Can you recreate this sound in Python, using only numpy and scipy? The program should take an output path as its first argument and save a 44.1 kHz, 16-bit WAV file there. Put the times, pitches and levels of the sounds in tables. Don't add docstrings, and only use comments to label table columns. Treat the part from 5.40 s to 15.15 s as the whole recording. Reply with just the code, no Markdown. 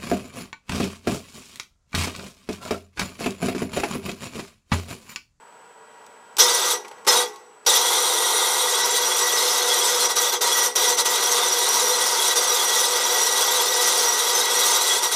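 import sys
import numpy as np
from scipy import signal
from scipy.fft import rfft, irfft
from scipy.io import wavfile
from scipy.ndimage import uniform_filter1d

SR = 44100
rng = np.random.default_rng(int(sys.argv[2]) if len(sys.argv) > 2 else 0)


def makeup_ratio(level_db):
    decades = np.asarray(level_db, float) / 20
    return 10 ** decades


def to_wav(s):
    ch = np.atleast_2d(s).T
    pcm = np.round(np.clip(ch, -1, 1) * 32767)
    wavfile.write(sys.argv[1], SR, pcm.astype(np.int16))


N = 429975
STEP = 32

# [f/Hz, level/dB per Hz]
AIR_SPECTRUM = [(30, -33), (60, -15.5), (124, -19), (200, -12.5), (300, -15.5), (460, -12.5), (900, -6),
                (1500, -10), (1800, -16.5), (2700, -18.5), (3700, -25.5), (6000, -27.5), (9000, -31),
                (16000, -48)]
# [width/Hz, level/dB, firm-seat gain/dB]
AIR_HZ = [452, 588, 767, 916, 1293, 1411, 1647, 2410, 3200]
AIR_MODES = [(40.4, 2.5, -14), (20, 0.5, 0), (20, 0, 0), (30, 4.5, 0), (15, -13, 0), (20, 1, 0),
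             (20.2, -1, 0), (40, -24, 0), (30, -9, 0)]
# [t/s, level/dB]
AIR_GAIN = [(0, -52), (.5, -51.5), (.95, -50), (1.6, -50), (2.0, -55.5), (2.25, -55), (9.75, -77)]
# [f/Hz, level/dB]
FAR_TONES = [
    (964, -60),
    (1934, -70),
    (14987, -84),
]
# [t/s, gear level/dB, housing minus gear/dB, t60/s]
TICKS = [(0.664, -46, -9, 0.034), (.968, -22.5, -12, 0.038), (1.446, -48, 12.5, 0.071),
         (1.481, -39, -12, 0.045), (1.512, -48, 9, .07), (1.581, -64, 17, 0.058),
         (1.648, -41.5, -1.5, 0.071), (1.667, -26.5, 1.5, 0.5), (1.94, -53, -6, 0.031),
         (1.959, -42, -12, 0.033), (2.249, -48, -1, 0.14)]
# [f/Hz, level/dB per Hz]
TICK_SPECTRUM = [(1200, -31), (2200, -1), (2600, -2.5), (4000, 4), (6000, 3), (9000, 0.5), (15000, -13)]
# [makes t/s, breaks t/s, bite/dB, rise/s, coasting fall/dB per s]
CONTACTS = [(0.983, 1.333, 15.5, 0.02, 394), (1.673, 1.818, 11, .006, 406),
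            (2.262, 4.658, 6.5, 0.0043, 400), (4.676, 4.72, -1.5, .02, 350), (4.753, 4.897, 4, 0.014, 650),
            (4.917, 4.952, 2.5, 0.0094, 495), (5.007, 5.265, 3.5, 0.0068, 330),
            (5.353, 5.506, 4, 0.0045, 242), (5.569, 5.607, 3.5, 0.014, 454), (5.646, 5.808, 3, 0.0122, 600),
            (5.815, 6.919, 3, .012, 320), (6.949, 9.568, 2.5, 0.01, 152), (9.61, 9.662, 4.5, 0.021, 242),
            (9.704, 9.803, 1.5, 0.015, 300)]
# [t/s, gear level/dB]
LOAD = [(1.0, -23), (1.3, -22.5), (1.75, -21.5), (2.4, -19), (2.7, -20.5), (2.95, -20), (3.25, -20.5),
        (3.6, -22), (4.4, -22), (4.9, -22), (5.2, -21), (5.6, -21), (6.25, -21.5), (6.7, -22), (7.7, -21.5),
        (8.4, -22), (9.3, -21.5), (9.7, -22.5)]
# [t/s, firmness 0-1]
SEAT = [
    (0, 0),
    (2.36, 0),
    (2.46, 1),
    (3.24, 1),
    (3.3, 0),
    (9.75, 0),
]
# [width/Hz, level/dB, firm-seat gain/dB]
HOUSING_HZ = [250, 366, 422, 455, 490, 545, 733, 820, 900, 950, 1090, 1195, 1250, 1410, 1943, 2085]
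HOUSING_MODES = [(16.4, -19.5, -7), (24.3, -13.5, 4), (23.6, -16, -15), (23.8, -22, 19), (13.4, 4, -3.5),
                 (19.9, -12, -14), (12.1, -3.5, -1.5), (30.5, -9.5, 6), (29.8, -2.5, 3.5), (45.6, 0, 0),
                 (40, -4, 1), (44.3, -3, 0), (25, -20, -5), (30, -15.5, 9), (28.7, -0.5, -3),
                 (39.6, -10, 2.5)]
# [width/Hz, level/dB, firm-seat gain/dB]
GEAR_HZ = [3190, 3357, 3609, 3802, 3900, 4120, 4240, 4725, 5030, 5180, 5640, 5782, 5950, 6030, 6133, 6272,
           6446, 6715, 6935, 7300, 7390, 7660, 7830, 8042]
GEAR_MODES = [(39.6, -11.5, 6), (43, 0.5, 0), (40.6, -2, 2), (40.7, -2, 4), (50.3, -3, -6), (60, -7.5, 4),
              (60, -7, -9), (35.2, -4.5, -8), (35, -16, -3), (32, -1, -17), (40, -4, -13), (55.2, 5, -5),
              (39.8, -0.5, 0.5), (40, -13, 0), (30, 3, -12), (30, -15.5, 5), (40, -2, -6), (35, -11, 1),
              (40, -9.5, 3), (45, -10.5, -6), (45, -5.5, -5), (35.6, -12.5, 10), (40, -6.5, -9),
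              (30, -6, -6)]
# [width/Hz, level/dB, firm-seat gain/dB]
SQUEAL_HZ = [8545, 8925, 9470, 10400, 10650, 11400, 12700, 13600, 13880, 14400]
SQUEAL_MODES = [(42.2, 0.5, 5.5), (60.3, 3.5, 0), (100, -2.5, -10), (60, -7.5, 10), (80.7, -7.5, 1),
                (60, -12.5, 7), (45, -7.5, 4), (40, -9, -2), (40, -4.5, -3), (45, -10.5, 6)]
# [f/Hz, level/dB per Hz]
HOUSING_SPECTRUM = [(40, -64), (160, -42.5), (300, -43), (370, -4.5), (480, -1), (580, -10), (800, -10.5),
                    (950, -6.5), (1100, -9), (1550, -4.5), (1750, -16.5), (1880, -36), (2000, -7),
                    (2250, -13.5), (3000, -12), (5000, -79.5)]
GEAR_SPECTRUM = [(1500, -57), (2200, -17), (2900, -6.5), (3300, 2), (4200, 1), (5000, 0), (5900, 3.5),
                 (6800, -4), (7600, -15.5), (9000, -22), (12000, -62)]
HISS_SPECTRUM = [(4410, -24), (7500, 0), (8470, -5), (9220, -1.5), (12000, -6), (14000, -9), (14800, -10.5),
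                 (15200, -14.5)]
# [f/Hz, width/Hz, level/dB]
HOOD_MODES = [(366, 6, -7), (422, 5, 0), (488, 6, -4), (820, 6, -2), (890, 8, -6), (1091, 6, -1),
              (1947, 8, -10), (5800, 12, -24)]


def level(x, db):
    return x * makeup_ratio(db) / np.sqrt(np.mean(x ** 2))


def ring(x, hz, width_hz):
    return signal.lfilter(*signal.iirpeak(hz, hz / width_hz, fs=SR), x)


def colour(x, spectrum):
    hz, db = np.transpose(spectrum)
    size = 4096
    grid = np.log(np.maximum(np.arange(size // 2 + 1) * SR / size, 1))
    log_gain = np.interp(grid, np.log(hz), db) * np.log(10) / 20
    cepstrum = irfft(log_gain)
    cepstrum[1:size // 2] *= 2
    cepstrum[size // 2 + 1:] = 0
    impulse = irfft(np.exp(rfft(cepstrum)))
    return signal.fftconvolve(x, impulse)[:N]


def walk(rate):
    hold = int(SR / STEP / rate) + 1
    held = np.repeat(rng.standard_normal(N // STEP // hold + 2), hold)
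    slewed = uniform_filter1d(uniform_filter1d(held, hold), hold)
    return 1.1 * slewed[:N // STEP + 1]


def full(control):
    return np.interp(np.arange(N) / STEP, np.arange(len(control)), control)


def metal(force, gain, firm, pitches, modes, spectrum, modes_db, patchy_db, patch_rate):
    width_hz, db, firm_db = np.transpose(modes)[:, :, None]
    wander = np.array([walk(patch_rate) for _ in pitches])
    catch = makeup_ratio(db + patchy_db * (1 - .85 * firm) * wander)
    catch /= np.sqrt(np.sum(catch ** 2 * width_hz, axis=0) * np.pi / SR)
    catch *= makeup_ratio(firm_db * firm)
    drive = force * gain
    rings = np.zeros(N)
    for share, hz, width in zip(catch, pitches, width_hz[:, 0]):
        struck = drive * np.repeat(share, STEP)[:N]
        rings += ring(ring(struck, hz, width), hz, 5 * width)
    clatter = level(colour(force[::-1], spectrum), 0)
    clatter *= full(makeup_ratio(-2.5 * firm * np.ones(wander.shape[1])))
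    return gain * clatter + makeup_ratio(modes_db) * rings


def air(t):
    gain = makeup_ratio(np.interp(t, *np.transpose(AIR_GAIN)) + 0.72 * full(walk(11.0)))
    rush = metal(rng.standard_normal(N), gain, 0, AIR_HZ, AIR_MODES, AIR_SPECTRUM,
                 modes_db=-1, patchy_db=1.5, patch_rate=6)
    tones = np.zeros(N)
    for hz, db in FAR_TONES:
        loudness = makeup_ratio(db + 5.0 + 2.4 * full(walk(7.9)))
        tones += loudness * np.sin(2 * np.pi * hz * t + 1.2 * full(walk(30)))
    return rush + tones * gain / gain[0]


def charger(t):
    mains_hz, lag_cycles = 59.83, .48
    whine_hz, width_hz = 7864, 6.6
    since = (t * mains_hz - lag_cycles) % 1 / mains_hz
    whine = np.exp(-np.pi * width_hz * since) * np.cos(2 * np.pi * whine_hz * since)
    return level(whine, -60.5)


def ticks(t):
    gear, housing = np.zeros(N), np.zeros(N)
    for start, db, housing_db, t60 in TICKS:
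        span = slice(int(start * SR), int((start + .5) * SR))
        fade = makeup_ratio(db - 60 * (t[span] - start) / t60)
        gear[span] += fade
        housing[span] += makeup_ratio(housing_db) * fade
    return gear, uniform_filter1d(housing, size=150, origin=70)


def tick_sound(tick_gear, tick_housing):
    crackle = level(colour(rng.standard_normal(N), TICK_SPECTRUM), -1)
    clank = level(ring(rng.standard_normal(N), hz=2300, width_hz=600), -5.5)
    return tick_gear * crackle + tick_housing * clank


def current(t):
    t = t[::STEP]
    bite_s, bite_per_rise = 0.026, 1.5
    bounce_db, bounce_fade_s, bounce_period_s = 3.5, .07, .085
    rise_db, coast_ease_s = 12, 0.24
    rundown_db, rundown_db_per_s = -47, 70
    load = np.interp(t, *np.transpose(LOAD)) + 1 * walk(25)
    gear_db = np.full(len(t), -90.)
    for makes, breaks, bite_db, rise, fall in CONTACTS:
        since = np.maximum(t - makes - rise, 0)
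        coasting = np.maximum(t - breaks, 0)
        bite = bite_db * np.exp(-since / (bite_s + bite_per_rise * rise))
        rebound = np.exp(-since / bounce_fade_s) * np.sin(np.pi * since / bounce_period_s) ** 2
        onset = rise_db * np.clip(1 - (t - makes) / rise, 0, 1)
        grind = load + bite - bounce_db * rebound - onset
        coast = grind - fall * coasting / (1 + coasting / coast_ease_s)
        rundown = rundown_db - rundown_db_per_s * coasting
        gear_db = np.where(t >= makes, np.maximum(coast, rundown), gear_db)
    gear_db = full(gear_db)
    swing = gear_db + 21.5
    housing_db = -5 + (0.6 - 1) * swing
    hiss_db = -5.5 - 0.32 * np.maximum(swing, 0.45 * -swing)
    return gear_db, housing_db, hiss_db


def mesh(firm):
    shaft_hz, pinion_teeth = 18.8, 8
    turns = np.cumsum(shaft_hz * (1 + 0.064 * walk(9))) * STEP / SR
    tooth = np.cos(2 * np.pi * pinion_teeth * turns)
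    wobble = np.cos(2 * np.pi * turns)
    wobble += .6 * np.cos(2 * 2 * np.pi * turns + walk(3)) + 1.1 * walk(50)
    return full(tooth), full((1 - firm) * wobble)


def blows(per_second, spread_db, rub):
    moment, strength, side = rng.random((3, N))
    size = makeup_ratio(-spread_db * np.log(1 - .998 * strength)) * np.sign(side - .5)
    return level((moment < per_second / SR) * size, 0) + rub * rng.standard_normal(N)


def thump(gear_db):
    jolt = np.maximum(uniform_filter1d(np.gradient(makeup_ratio(gear_db)), 200), 0) ** 2
    return level(ring(jolt, hz=45, width_hz=40), -74)


def hood():
    shake = rng.standard_normal(N)
    return level(sum(makeup_ratio(db) * ring(shake, hz, width_hz) for hz, width_hz, db in HOOD_MODES), -1)


def starter(t):
    tick_gear, tick_housing = ticks(t)
    gear_db, housing_db, hiss_db = current(t)
    firm = np.interp(t[::STEP], *np.transpose(SEAT))
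    tooth, wobble = mesh(firm)
    gear = makeup_ratio(gear_db + 1.0 * tooth + 0.47 * wobble) + 0.16 * tick_gear
    housing = makeup_ratio(gear_db + housing_db + 1.13 * tooth) + tick_housing
    hiss = makeup_ratio(gear_db + hiss_db + 2.3 * tooth + 1.5 * wobble)
    coast = np.clip((-27 - gear_db) / 14, 0, 1)
    gripped = housing * (1 - .6 * coast)

    thuds = blows(per_second=1500, spread_db=1.0, rub=0.82)
    teeth = blows(per_second=2500, spread_db=2.0, rub=0.81)
    edges = blows(per_second=3600, spread_db=3.0, rub=0.86)
    low = metal(thuds, gripped, firm, HOUSING_HZ, HOUSING_MODES, HOUSING_SPECTRUM,
                modes_db=2, patchy_db=1.5, patch_rate=12)
    middle = metal(teeth, gear, firm, GEAR_HZ, GEAR_MODES, GEAR_SPECTRUM,
                   modes_db=2.0, patchy_db=6.0, patch_rate=45)
    high = metal(edges, hiss, firm, SQUEAL_HZ, SQUEAL_MODES, HISS_SPECTRUM,
                 modes_db=-4.5, patchy_db=10.0, patch_rate=55)
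    grinding = makeup_ratio(-3) * low + makeup_ratio(-5) * middle + makeup_ratio(-1.5) * high
    return tick_sound(tick_gear, tick_housing) + grinding + thump(gear_db) + housing * coast * hood()


def scene():
    t = np.arange(N) / SR
    return (air(t) + charger(t) + starter(t))[None]


def top_cut(x):
    return signal.sosfilt(signal.butter(12, 16240, fs=SR, output="sos"), x)


def record(dry):
    bass = signal.butter(2, 130, "high", fs=SR, output="sos")
    top = signal.ellip(10, .2, 70, 15280, fs=SR, output="sos")
    rounded = np.tanh(1.15 * dry) / 1.15
    mix = signal.sosfilt(np.vstack([bass, top]), rounded)
    return top_cut(mix)


dry = scene()
out = record(dry)
to_wav(out)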